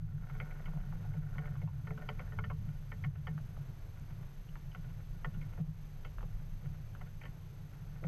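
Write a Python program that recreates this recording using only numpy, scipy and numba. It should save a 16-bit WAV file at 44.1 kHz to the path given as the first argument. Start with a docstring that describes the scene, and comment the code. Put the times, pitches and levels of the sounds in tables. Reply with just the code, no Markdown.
"""A cloth flag on a pole in a gusty wind, heard close up from a small camera's microphone fixed to the pole.
From the start the pole rumbles and booms under the tugging flag; cloth rustles, open air hisses, the camera whines.
Soon the cloth snaps, ripples and puffs, the snaps and ripples ringing in the pole; later come faint bright snaps,
a faint high twitter far off with one thin tick, and big folds that billow with a soft whump.
Throughout, the camera's gain control ducks under loud gusts, at first still recovering from an earlier one."""
import sys
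import numpy as np
from scipy import signal
from scipy.fft import rfft, irfft
from scipy.io import wavfile
from scipy.ndimage import uniform_filter1d
from numba import njit

SR = 44100
rng = np.random.default_rng(int(sys.argv[2]) if len(sys.argv) > 2 else 0)


def file_out(sig):
    """Save sig as 16-bit WAV at sys.argv[1]."""
    # one column per channel
    cols = np.atleast_2d(sig).T
    # limit, then scale
    lim = np.clip(cols, -1, 1)
    pcm = np.round(lim * 32767).astype(np.int16)
    wavfile.write(sys.argv[1], SR, pcm)


N = 356151  # length [samples]

# All levels below stand ahead of the gain control.
# gusts on the flag: (time [s], steady pull on the pole [dB], drive of the cloth rustle [dB])
GUSTS = [(0, -39.5, -63), (0.55, -49.5, -61.5), (0.88, -44, -63.5), (1.1, -48.5, -62.5), (1.55, -42, -61),
         (1.75, -44, -65), (2.15, -47.5, -62.5), (2.55, -46, -66.5), (2.9, -50, -65), (3.15, -45.5, -66.5),
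         (3.5, -46.5, -66.5), (4.35, -53, -68), (4.85, -50, -67.5), (5.5, -47.5, -65.5), (5.65, -51, -81),
         (6.0, -50, -68.5), (6.8, -48.5, -68), (7.3, -53.5, -72), (8.0, -47, -64)]
# how hard the pole sways: (time [s], level [dB])
SWAY_LEVELS = [(0, -39.5), (0.55, -44.5), (0.75, -38), (1.05, -44.5), (1.4, -42), (1.75, -49),
               (2.45, -42.5), (3.3, -48.5), (4.8, -46.5), (5.25, -42.5), (5.9, -46), (6.35, -39.5),
               (6.85, -48), (7.2, -47.5), (7.5, -53.5), (8.0, -46)]
# how strongly the pole hums: (time [s], level [dB])
HUM_LEVELS = [(0.1, -36.5), (0.3, -49.5), (0.7, -51.5), (1.1, -40.5), (1.45, -48.5), (1.7, -35),
              (2.05, -52.5), (2.45, -37.5), (2.9, -52.5), (3.1, -39), (3.5, -48.5), (4.1, -47.5),
              (4.35, -57.5), (4.9, -48.5), (5.7, -46.5), (5.9, -55), (6.2, -46), (6.5, -49.5),
              (6.75, -43.5), (7.25, -53.5), (8.0, -48)]
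# bending modes of the pole, slow sway: (frequency [Hz], width [Hz], relative level [dB])
SWAY_MODES = [(24.55, 6.05, 2.5), (37.8, 1.3, -6.5), (38.8, 17, -21)]
# the pole's humming modes, between sway and drone: (frequency [Hz], width [Hz], relative level [dB])
HUM_MODES = [(74.84, 3.8, -7.5), (102.55, 7.1, -2.5)]
# the pole's faster bending modes: (frequency [Hz], width [Hz], relative level [dB])
DRONE_MODES = [(107, 3.4, -16), (134.25, 8.8, 5.5), (147.2, 4.2, 6.5), (161.34, 10.5, 1), (188.4, 21, -12),
               (250, 14, -25.5)]
# what the pole rings with when the cloth moves: (frequency [Hz], width [Hz], gain [dB])
POLE_RING = [(439.8, 10, 11.5), (508, 41, 4), (592, 36, 6), (736, 43, 8.5), (891, 49, 1.5),
             (1000, 94, -7.5), (1100, 32, -1), (1378, 120, 5.5), (1452, 35, 10.5), (1801, 24, 8),
             (1970, 120, -6.5), (2150, 79, 1), (2490, 160, -14.5), (2617, 41, -6.5), (2730, 30, -9),
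             (2880, 60, -7.5), (3030, 120, -8)]
# spectrum of open air and microphone hiss: (frequency [Hz], relative level [dB])
AIR_SPECTRUM = [(200, 4), (300, 1), (600, -1.5), (1000, -5), (2000, -9), (3000, -13), (5000, -17.5),
                (8000, -23.5), (12000, -28.5), (15000, -34.5)]
# tones of the camera's electronics: (frequency [Hz], level [dB])
WHINE_TONES = [(6233, -81), (12461, -77.5)]
# hard tugs of the flag that set the pole booming: (time [s], level [dB])
HARD_TUGS = [(0.038, -31), (0.154, -34), (0.333, -40.5), (0.696, -39), (0.771, -34), (0.896, -42.5),
             (1.1, -35.5), (1.187, -32), (1.259, -34), (1.402, -36.5), (1.531, -42), (1.656, -33),
             (1.743, -35.5), (1.795, -46.5), (1.918, -40.5), (2.549, -36.5), (2.618, -40), (2.691, -41.5),
             (2.963, -48), (3.08, -32.5), (3.194, -36), (3.304, -37.5), (3.37, -39), (3.611, -41),
             (5.697, -36.5), (6.679, -37.5), (6.777, -46.5)]
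# snaps of the cloth: (time [s], low body [dB], crack [dB], sharp edge [dB], edge centre [Hz], bright slap [dB])
CLOTH_SNAPS = [(0.298, -68, -54.5, -61, 2030, -69), (0.351, -66, -59, -65, 2020, -80),
               (0.401, -52.5, -49.5, -47.5, 2150, -58.5), (0.509, -58.5, -65, -59, 2130, -72),
               (0.657, -74, -57, -57, 2020, -61), (1.136, -58.5, -67, -63.5, 1890, -76),
               (1.382, -55, -51.5, -50.5, 1970, -63), (1.456, -65, -57.5, -59, 2030, -70),
               (1.616, -56, -69, -60, 2120, -72), (1.871, -60, -51, -54.5, 1840, -67),
               (1.906, -50.5, -55, -56.5, 1920, -78), (1.977, -60, -54.5, -68, 1970, -68),
               (2.02, -56.5, -56.5, -59, 1990, -70), (2.089, -51, -45.5, -48.5, 2010, -50),
               (2.194, -52.5, -51.5, -53, 1990, -62), (2.322, -60, -55.5, -58, 1810, -70),
               (2.388, -54, -45, -50.5, 2100, -64), (2.44, -58, -46.5, -47.5, 1820, -55.5),
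               (2.5, -54, -49, -57, 2150, -72), (2.918, -60, -53, -51.5, 1970, -64),
               (3.039, -59, -51.5, -47.5, 1980, -59), (3.27, -53, -48.5, -49, 1850, -56.5),
               (4.748, -63.5, -51.5, -59, 2010, -62.5), (5.246, -51, -42.5, -45.5, 1770, -57.5),
               (5.414, -75, -66.5, -59.5, 2150, -68.5), (5.575, -58.5, -63, -66, 1920, -83),
               (6.048, -58, -55.5, -57.5, 2040, -59.5), (7.011, -61, -56, -59.5, 1820, -70),
               (7.214, -67, -65.5, -57.5, 2200, -70), (7.235, -58.5, -62, -61, 2000, -62),
               (7.254, -65, -57, -55.5, 2000, -60.5), (8.039, -65, -56, -56.5, 2040, -76)]
# stretch in which snaps also knock a low note out of the pole: (from [s], to [s])
KNOCK_STRETCH = (1.85, 3.33)
# ripples running down the cloth, each a brief swell of its rustle: (time [s], level [dB])
CLOTH_RIPPLES = [(0.558, -65), (0.81, -61.5), (1.17, -63), (2.275, -61), (2.69, -61), (3.16, -58.5),
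                 (3.232, -72), (3.977, -66), (4.109, -62), (4.233, -65.5), (4.845, -61), (4.9, -63),
                 (5.003, -65), (5.347, -61.5), (5.533, -60.5), (6.658, -60.5), (6.748, -66), (7.071, -63),
                 (7.738, -66.5), (7.96, -64)]
# soft flaps of slack folds, and the hollow ring of an air pocket in two hard snaps:
# (time [s], pop [dB], pop centre [Hz], hollow tail [dB], tail centre [Hz])
CLOTH_PUFFS = [(0.597, -63, 1500, -59, 593), (0.681, -60.5, 1100, -60, 758), (0.735, -63, 1000, -60, 687),
               (0.773, -61, 810, -59, 684), (0.925, -61.5, 1220, -60, 803), (1.045, -69, 950, -61, 777),
               (1.356, -64, 1310, -63, 927), (1.555, -59, 1250, -65, 967), (1.676, -55, 1050, -55, 958),
               (2.388, -50, 1100, -54, 1073), (2.503, -49, 1020, -47.5, 1057), (3.379, -55, 1450, -63, 650),
               (3.568, -63, 1240, -62, 651), (4.556, -57.5, 1530, -62, 944), (6.184, -55, 1440, -64, 593),
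               (6.208, -60, 1340, -63, 803), (6.229, -59, 1250, -65, 707), (6.951, -58, 1480, -69, 640)]
# the light bright tick of a faint snap, mostly along with a soft rustle: (time [s], level [dB])
FAINT_SNAPS = [(2.685, -73), (3.157, -73), (4.487, -68), (4.716, -65), (5.343, -68)]
# chirps of the far-off twitter: (time [s])
CHIRP_TIMES = [3.387, 3.407, 3.462, 3.505, 3.548, 3.588, 3.627]
# big folds that billow: (time [s], whump peak [dB], rush of air before its swell is shaped [dB])
BIG_BILLOWS = [(5.596, -28, -59), (6.238, -41, -56), (6.652, -42, -62), (8.045, -28, -48.5)]


def undb(db):
    """Decibels to gain."""
    return 10 ** (np.asarray(db) / 20)


def level(x, db):
    """Scale to an rms level."""
    return x * undb(db) / np.sqrt(np.mean(x ** 2))


def burst(x, db, length_s):
    """Give a short sound the energy of level db held for length_s."""
    return x * undb(db) * np.sqrt(length_s * SR / np.sum(x ** 2))


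def band(x, hz, width):
    """One resonance, gain 1 at its centre."""
    return signal.lfilter(*signal.iirpeak(hz, hz / width, fs=SR), x)


def steep(x, hz, width):
    """A resonance applied twice, for steep skirts."""
    return band(band(x, hz, width), hz, width)


def cut(x, hz, kind, order=2):
    """Low-pass or high-pass."""
    return signal.sosfilt(signal.butter(order, hz, kind, fs=SR, output="sos"), x)


def add(out, s, x):
    """Mix a short sound in at time s."""
    i = int(np.clip(s * SR, 0, N - 1))
    out[i:i + len(x)] += x[:N - i]


def curves(table):
    """The columns of a table, joined by straight lines in time."""
    s, *columns = np.transpose(table)
    return [np.interp(np.arange(N) / SR, s, c) for c in columns]


def walk(rate):
    """Smooth chance with a spread near 1, drawn afresh rate times a second."""
    k = int(SR / rate)
    steps = np.repeat(rng.standard_normal(N // k + 1), k)
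    return 0.89 * uniform_filter1d(uniform_filter1d(steps, k), k)[:N]


def pole(x, direct_db=-14, cloth_hz=3100, low_hz=400):
    """Soft cloth makes little treble; its noise arrives straight through the air and through the ringing pole."""
    x = cut(x, cloth_hz, "low", order=8)
    ring = sum(undb(db) * band(x, hz, width) for hz, width, db in POLE_RING)
    direct = undb(direct_db) * cut(x, low_hz, "high")
    return direct + cut(ring, 305, "high", order=5)


def swish(hz, end_hz, t, fall_s=0.0043, width_hz=210, rise_s=0.0059):
    """The eddy shed by a flap slows down, so its rush of air glides from hz to end_hz."""
    centre = end_hz + (hz - end_hz) * np.exp(-t / fall_s)
    eddy = cut(rng.standard_normal(len(t)), width_hz, "low") * np.cos(2 * np.pi * np.cumsum(centre) / SR)
    return eddy * t / rise_s * np.exp(-t / rise_s)


def whip(t, db, gather_s=0.0012, crumple_s=0.0049, crumple_db=-1, soften=0.58, hard_db=-43,
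         echo_s=0.012, echo_db=-11, settle_s=0.018, settle_db=-15, creases=5, crease_size=0.3):
    """Cloth gathers speed, jerks taut at t = 0 crease by crease and settles raggedly; weak flaps mostly crumple."""
    crumple = rng.standard_normal(len(t)) * np.exp(-np.maximum(t / crumple_s, -t / gather_s))
    crackle = rng.laplace(size=len(t)) * (t > 0) * np.exp(-np.abs(t) / settle_s)
    crumple += undb(settle_db) * crackle
    push = undb(crumple_db + soften * (hard_db - db)) * crumple / np.linalg.norm(crumple)
    push[np.searchsorted(t, 0)] += 1
    crease_at = np.searchsorted(t, echo_s * rng.random(creases))
    push[crease_at] += crease_size * rng.standard_normal(creases)
    # a nearby surface throws the jerk back
    push[np.searchsorted(t, echo_s)] += undb(echo_db)
    return push


def shaken(modes, hold_s):
    """Modes driven by turbulence, evened out to unit strength over about hold_s."""
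    push = rng.standard_normal((len(modes), N + SR))  # the extra second lets the modes build up
    x = 0
    for p, (hz, width, db) in zip(push, modes):
        mode = level(band(band(p, hz, width), hz, 3 * width), 0)
        x = x + undb(db) * np.sqrt(width) * mode
    size = int(hold_s * SR)
    power = uniform_filter1d(uniform_filter1d(x ** 2, size), size)
    return (x / np.sqrt(power))[SR:]


def sway(mean_db, ripple_db=4.0, ripple_hz=6.7, wander=0.1697):
    """The pole's sway in dB: it swells with each wave that runs down the cloth, several times a second."""
    waves = np.cumsum(ripple_hz * np.exp(wander * walk(2.68))) / SR
    return mean_db + ripple_db * np.sin(2 * np.pi * waves)


def pull(steady_db, flutter_db=4.0, flutter_rate=22, lag_s=0.039, jerk_s=0.015,
         jerk_db=-48, jerk_swell=0.77, usual_db=-55):
    """The flag's pull in dB: a fluttering steady load and a small jerk just after each snap."""
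    t = np.arange(N) / SR
    power = undb(steady_db + flutter_db * walk(flutter_rate)) ** 2
    for s, _, db, *_ in CLOTH_SNAPS:
        near = slice(*np.searchsorted(t, [s - 10 * jerk_s, s + 10 * jerk_s]))
        jerk = undb(jerk_db + jerk_swell * (db - usual_db)) ** 2
        power[near] += jerk * np.exp(-((t[near] - s - lag_s) / jerk_s) ** 2)
    return 10 * np.log10(power)


def rumble(sway_db, hum_db, pull_db, sway_gain_db=-0.33, hum_gain_db=-1.4, drone_gain_db=-0.5):
    """The flag shakes the pole: a slow sway, a hum, and a drone that follows the pull."""
    swing = shaken(SWAY_MODES, hold_s=0.077) * undb(sway_db + sway_gain_db)
    hum = shaken(HUM_MODES, hold_s=0.083) * undb(hum_db + hum_gain_db)
    drone = shaken(DRONE_MODES, hold_s=0.092) * undb(pull_db + drone_gain_db)
    return swing + hum + drone


def rustle(rustle_db, rate=320, scatter_db=3.5, flutter_db=2.5, gain_db=-2, swell=2.64, mid_db=-63, soft_hz=1900):
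    """Small creases pat over in ripples along the cloth, far stronger when the wind pulls hard."""
    sizes = undb(scatter_db * np.minimum(rng.exponential(size=N), 3))
    pats = (rng.random(N) < rate / SR) * rng.choice([-1, 1], N) * sizes
    cloth = pole(cut(pats, soft_hz, "low", order=4) * undb(flutter_db * walk(30)))
    # the drive's distance from mid_db is widened by swell
    return level(cloth, gain_db) * undb(mid_db + swell * (rustle_db - mid_db))


def air(air_db=-63, waver_db=-2.0, near_hz=1500):
    """Wind over the yard wavers in the middle range and below; the hiss above stays smooth."""
    hz, db = np.transpose(AIR_SPECTRUM)
    f = np.maximum(np.arange(N // 2 + 1) * SR / N, 1)
    shape = undb(np.interp(np.log(f), np.log(hz), db))
    x = irfft(rfft(rng.standard_normal(N)) * shape, N)
    waver = cut(x, near_hz, "low", order=1) * (undb(waver_db * walk(10)) - 1)
    return level(x + waver, air_db)


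def whine(clock_hz=25):
    """Thin electronic tones that start afresh on each cycle of the camera's clock and pause for its last quarter."""
    cycle = (np.arange(N) / SR * clock_hz - .19) % 1
    on = cycle < .75
    tones = sum(np.sqrt(2) * undb(db) * np.sin(2 * np.pi * hz * cycle / clock_hz) for hz, db in WHINE_TONES)
    return on * tones


def tugs(boom_hz=149, spread_hz=5, rise_s=0.015, fall_s=0.017):
    """Each hard tug swells into a short boom among the pole's drone modes."""
    out, t = np.zeros(N), np.arange(-SR // 12, SR // 8) / SR
    swell = np.exp(-(t / np.where(t < 0, rise_s, fall_s)) ** 2 / 2)
    for s, db in HARD_TUGS:
        hz = boom_hz + spread_hz * rng.standard_normal()
        boom = np.sqrt(2) * undb(db) * swell * np.sin(2 * np.pi * (hz * t + rng.random()))
        add(out, s + t[0], boom[s + t >= 0])
    return out


def knock(t, hz=436, decay_s=0.033, rise_s=0.0052):
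    """A snap jolts the pole, which rings on with one low note."""
    return np.sin(2 * np.pi * hz * t) * np.exp(-t / decay_s) * (1 - np.exp(-t / rise_s))


def snaps(crack_hz=1120, crack_hz_per_db=6, crack_width_hz=600, edge_width_hz=500,
          slap_hz=2950, slap_width_hz=650, crisp_hz=4620, crisp_width_hz=450, crisp_db=-18,
          crack_s=0.021, slap_s=0.016, usual_db=-55, body_from_hz=900, body_to_hz=540, body_spread=0.091,
          knock_db=-66, knock_swell=0.72):
    """The free edge whips round: a sharp-edged crack, a brighter slap of cloth on cloth, a low swish, some knocks."""
    out, t = np.zeros(N), np.arange(-SR // 80, SR // 6) / SR
    after = np.maximum(t, 0)
    for s, body_db, db, edge_db, edge_hz, slap_db in CLOTH_SNAPS:
        # a crack is higher the more it stands above its low body
        hz = crack_hz + crack_hz_per_db * (db - body_db)
        push = whip(t, max(db, edge_db))
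        crack = burst(pole(steep(push, hz, crack_width_hz)), db, crack_s)
        edge = burst(pole(steep(push, edge_hz, edge_width_hz)), edge_db, crack_s)
        slap = burst(pole(steep(push, slap_hz, slap_width_hz)), slap_db, slap_s)
        # the crispest part comes straight through the air, not through the pole
        crisp = burst(steep(push, crisp_hz, crisp_width_hz), slap_db + crisp_db, slap_s)
        end_hz = body_to_hz * np.exp(body_spread * rng.standard_normal())
        body = burst(pole(swish(body_from_hz, end_hz, after)), body_db, crack_s)
        add(out, s + t[0], crack + edge + slap + crisp + body)
        if KNOCK_STRETCH[0] < s < KNOCK_STRETCH[1]:
            add(out, s + t[0], burst(knock(after), knock_db + knock_swell * (db - usual_db), crack_s))
    return out


def ripples(ripple_s=0.0079, rate=1200, soft_hz=2300, direct_db=-5):
    """A ripple sets off a quick cluster of tiny pats that swells and fades."""
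    out, t = np.zeros(N), np.arange(-SR // 20, SR // 10) / SR
    for s, db in CLOTH_RIPPLES:
        pats = (rng.random(len(t)) < rate / SR) * rng.standard_normal(len(t)) * np.exp(-np.abs(t) / ripple_s)
        cluster = pole(cut(pats, soft_hz, "low"), direct_db)
        add(out, s + t[0], burst(cluster, db, 2 * ripple_s))
    return out


def puffs(pop_s=0.002, pop_width=0.85, echo_s=0.008, echo_db=-9, crackle_hz=2800, crackle_width_hz=900,
          crackle_db=-15.0, tail_width_hz=110, tail_rise_s=0.0067, puff_s=0.018):
    """A slack fold flaps, or a hard snap traps air: a dull pop, a little crackle, and the air pocket's hollow ring."""
    out, t = np.zeros(N), np.arange(-SR // 80, SR // 10) / SR
    after = np.maximum(t, 0)
    for s, pop_db, pop_hz, tail_db, tail_hz in CLOTH_PUFFS:
        crumple = rng.standard_normal(len(t)) * np.exp(-np.abs(t) / pop_s)
        push = (t == 0) + .5 * crumple / np.linalg.norm(crumple)
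        push = push + undb(echo_db) * np.roll(push, int(echo_s * SR))
        # pop_width is a share of the pop's centre
        dull = cut(steep(push, pop_hz, pop_width * pop_hz), 1.22 * pop_hz, "low", order=4)
        pop = burst(dull, pop_db, puff_s)
        crisp = pole(steep(whip(t, pop_db), crackle_hz, crackle_width_hz))
        crackle = burst(crisp, pop_db + crackle_db, puff_s)
        # the hollow tail holds its pitch
        hollow = swish(tail_hz, tail_hz, after, width_hz=tail_width_hz, rise_s=tail_rise_s)
        tail = burst(hollow, tail_db, puff_s)
        add(out, s + t[0], pop + crackle + tail)
    return out


def faint_snaps(hz=2950, width_hz=900, snap_s=0.014):
    """The light bright tick of a faint snap, mostly along with a soft rustle: a weak whip through a high band."""
    out, t = np.zeros(N), np.arange(-SR // 80, SR // 10) / SR
    for s, db in FAINT_SNAPS:
        add(out, s + t[0], burst(pole(steep(whip(t, db), hz, width_hz)), db, snap_s))
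    return out


def twitter(chirp_hz=9900, sink_hz_per_s=40000, chirp_s=0.0056, chirp_db=-80,
            tick_at_s=3.998, tick_hz=6500, tick_width_hz=4000, tick_s=0.0034, tick_db=-69):
    """Tiny falling chirps far off, high above the wind, and a thin tick."""
    out, t = np.zeros(N), np.arange(-SR // 60, SR // 60) / SR
    for s in CHIRP_TIMES:
        hz = chirp_hz * (1 + 0.014 * rng.standard_normal()) - sink_hz_per_s * t
        chirp = np.sin(2 * np.pi * np.cumsum(hz) / SR) * np.exp(-(t / chirp_s) ** 2)
        add(out, s + t[0], undb(chirp_db) * chirp)
    tick = steep(1.0 * (t == 0), tick_hz, tick_width_hz)
    add(out, tick_at_s + t[0], burst(tick, tick_db, tick_s))
    return out


def billows(whump_hz=154, start_hz=70, fall_s=0.0047, rise_s=0.022, rush_hz=470, rush_width_hz=420, rush_s=0.016):
    """A big fold fills: air rushes out, then a whump sinks in pitch into the pole's drone."""
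    out, t = np.zeros(N), np.arange(SR // 3) / SR
    for s, whump_db, rush_db in BIG_BILLOWS:
        hz = whump_hz + start_hz * np.exp(-t / fall_s)
        swell = (t / rise_s * np.exp(1 - t / rise_s)) ** 2
        whump = np.sin(2 * np.pi * np.cumsum(hz) / SR) * swell
        rush = level(steep(rng.standard_normal(len(t)), rush_hz, rush_width_hz), rush_db)
        add(out, s, undb(whump_db) * whump)
        # the rush peaks as the whump begins
        add(out, s - 2 * rush_s, rush * np.exp(-(t / rush_s - 2) ** 2))
    return out


def scene(buffet_db=2.2, buffet_rate=16):
    """Rumbling pole, cloth and open air at one microphone."""
    steady_db, rustle_db = curves(GUSTS)
    sway_db, = curves(SWAY_LEVELS)
    hum_db, = curves(HUM_LEVELS)
    # eddies swell the pole's hum and drone together
    buffet = buffet_db * walk(buffet_rate)
    shaking = rumble(sway(sway_db), hum_db + buffet, pull(steady_db) + buffet)
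    steady = shaking + rustle(rustle_db) + air() + whine()
    events = tugs() + snaps() + ripples() + puffs() + faint_snaps() + twitter() + billows()
    return (steady + events)[None]


@njit
def follow(x, attack, release, start):
    """Envelope that rises fast and sinks slowly."""
    out, e = np.empty(len(x)), start
    for i in range(len(x)):
        e += (abs(x[i]) - e) * (attack if abs(x[i]) > e else release)
        out[i] = e
    return out


def record(dry, limit_db=-33, ratio=5, attack_s=0.0032, release_s=0.21, start_db=-23, top_hz=15000):
    """Gain control, still recovering from an earlier gust, turns everything down under loud ones; the top is cut."""
    envelope = follow(dry[0], 1 / (attack_s * SR), 1 / (release_s * SR), float(undb(start_db)))
    gain = np.maximum(envelope / undb(limit_db), 1) ** (1 / ratio - 1)
    top_cut = signal.ellip(10, .2, 70, top_hz, fs=SR, output="sos")
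    return signal.sosfilt(top_cut, dry * gain)


dry = scene()
out = record(dry)
file_out(out)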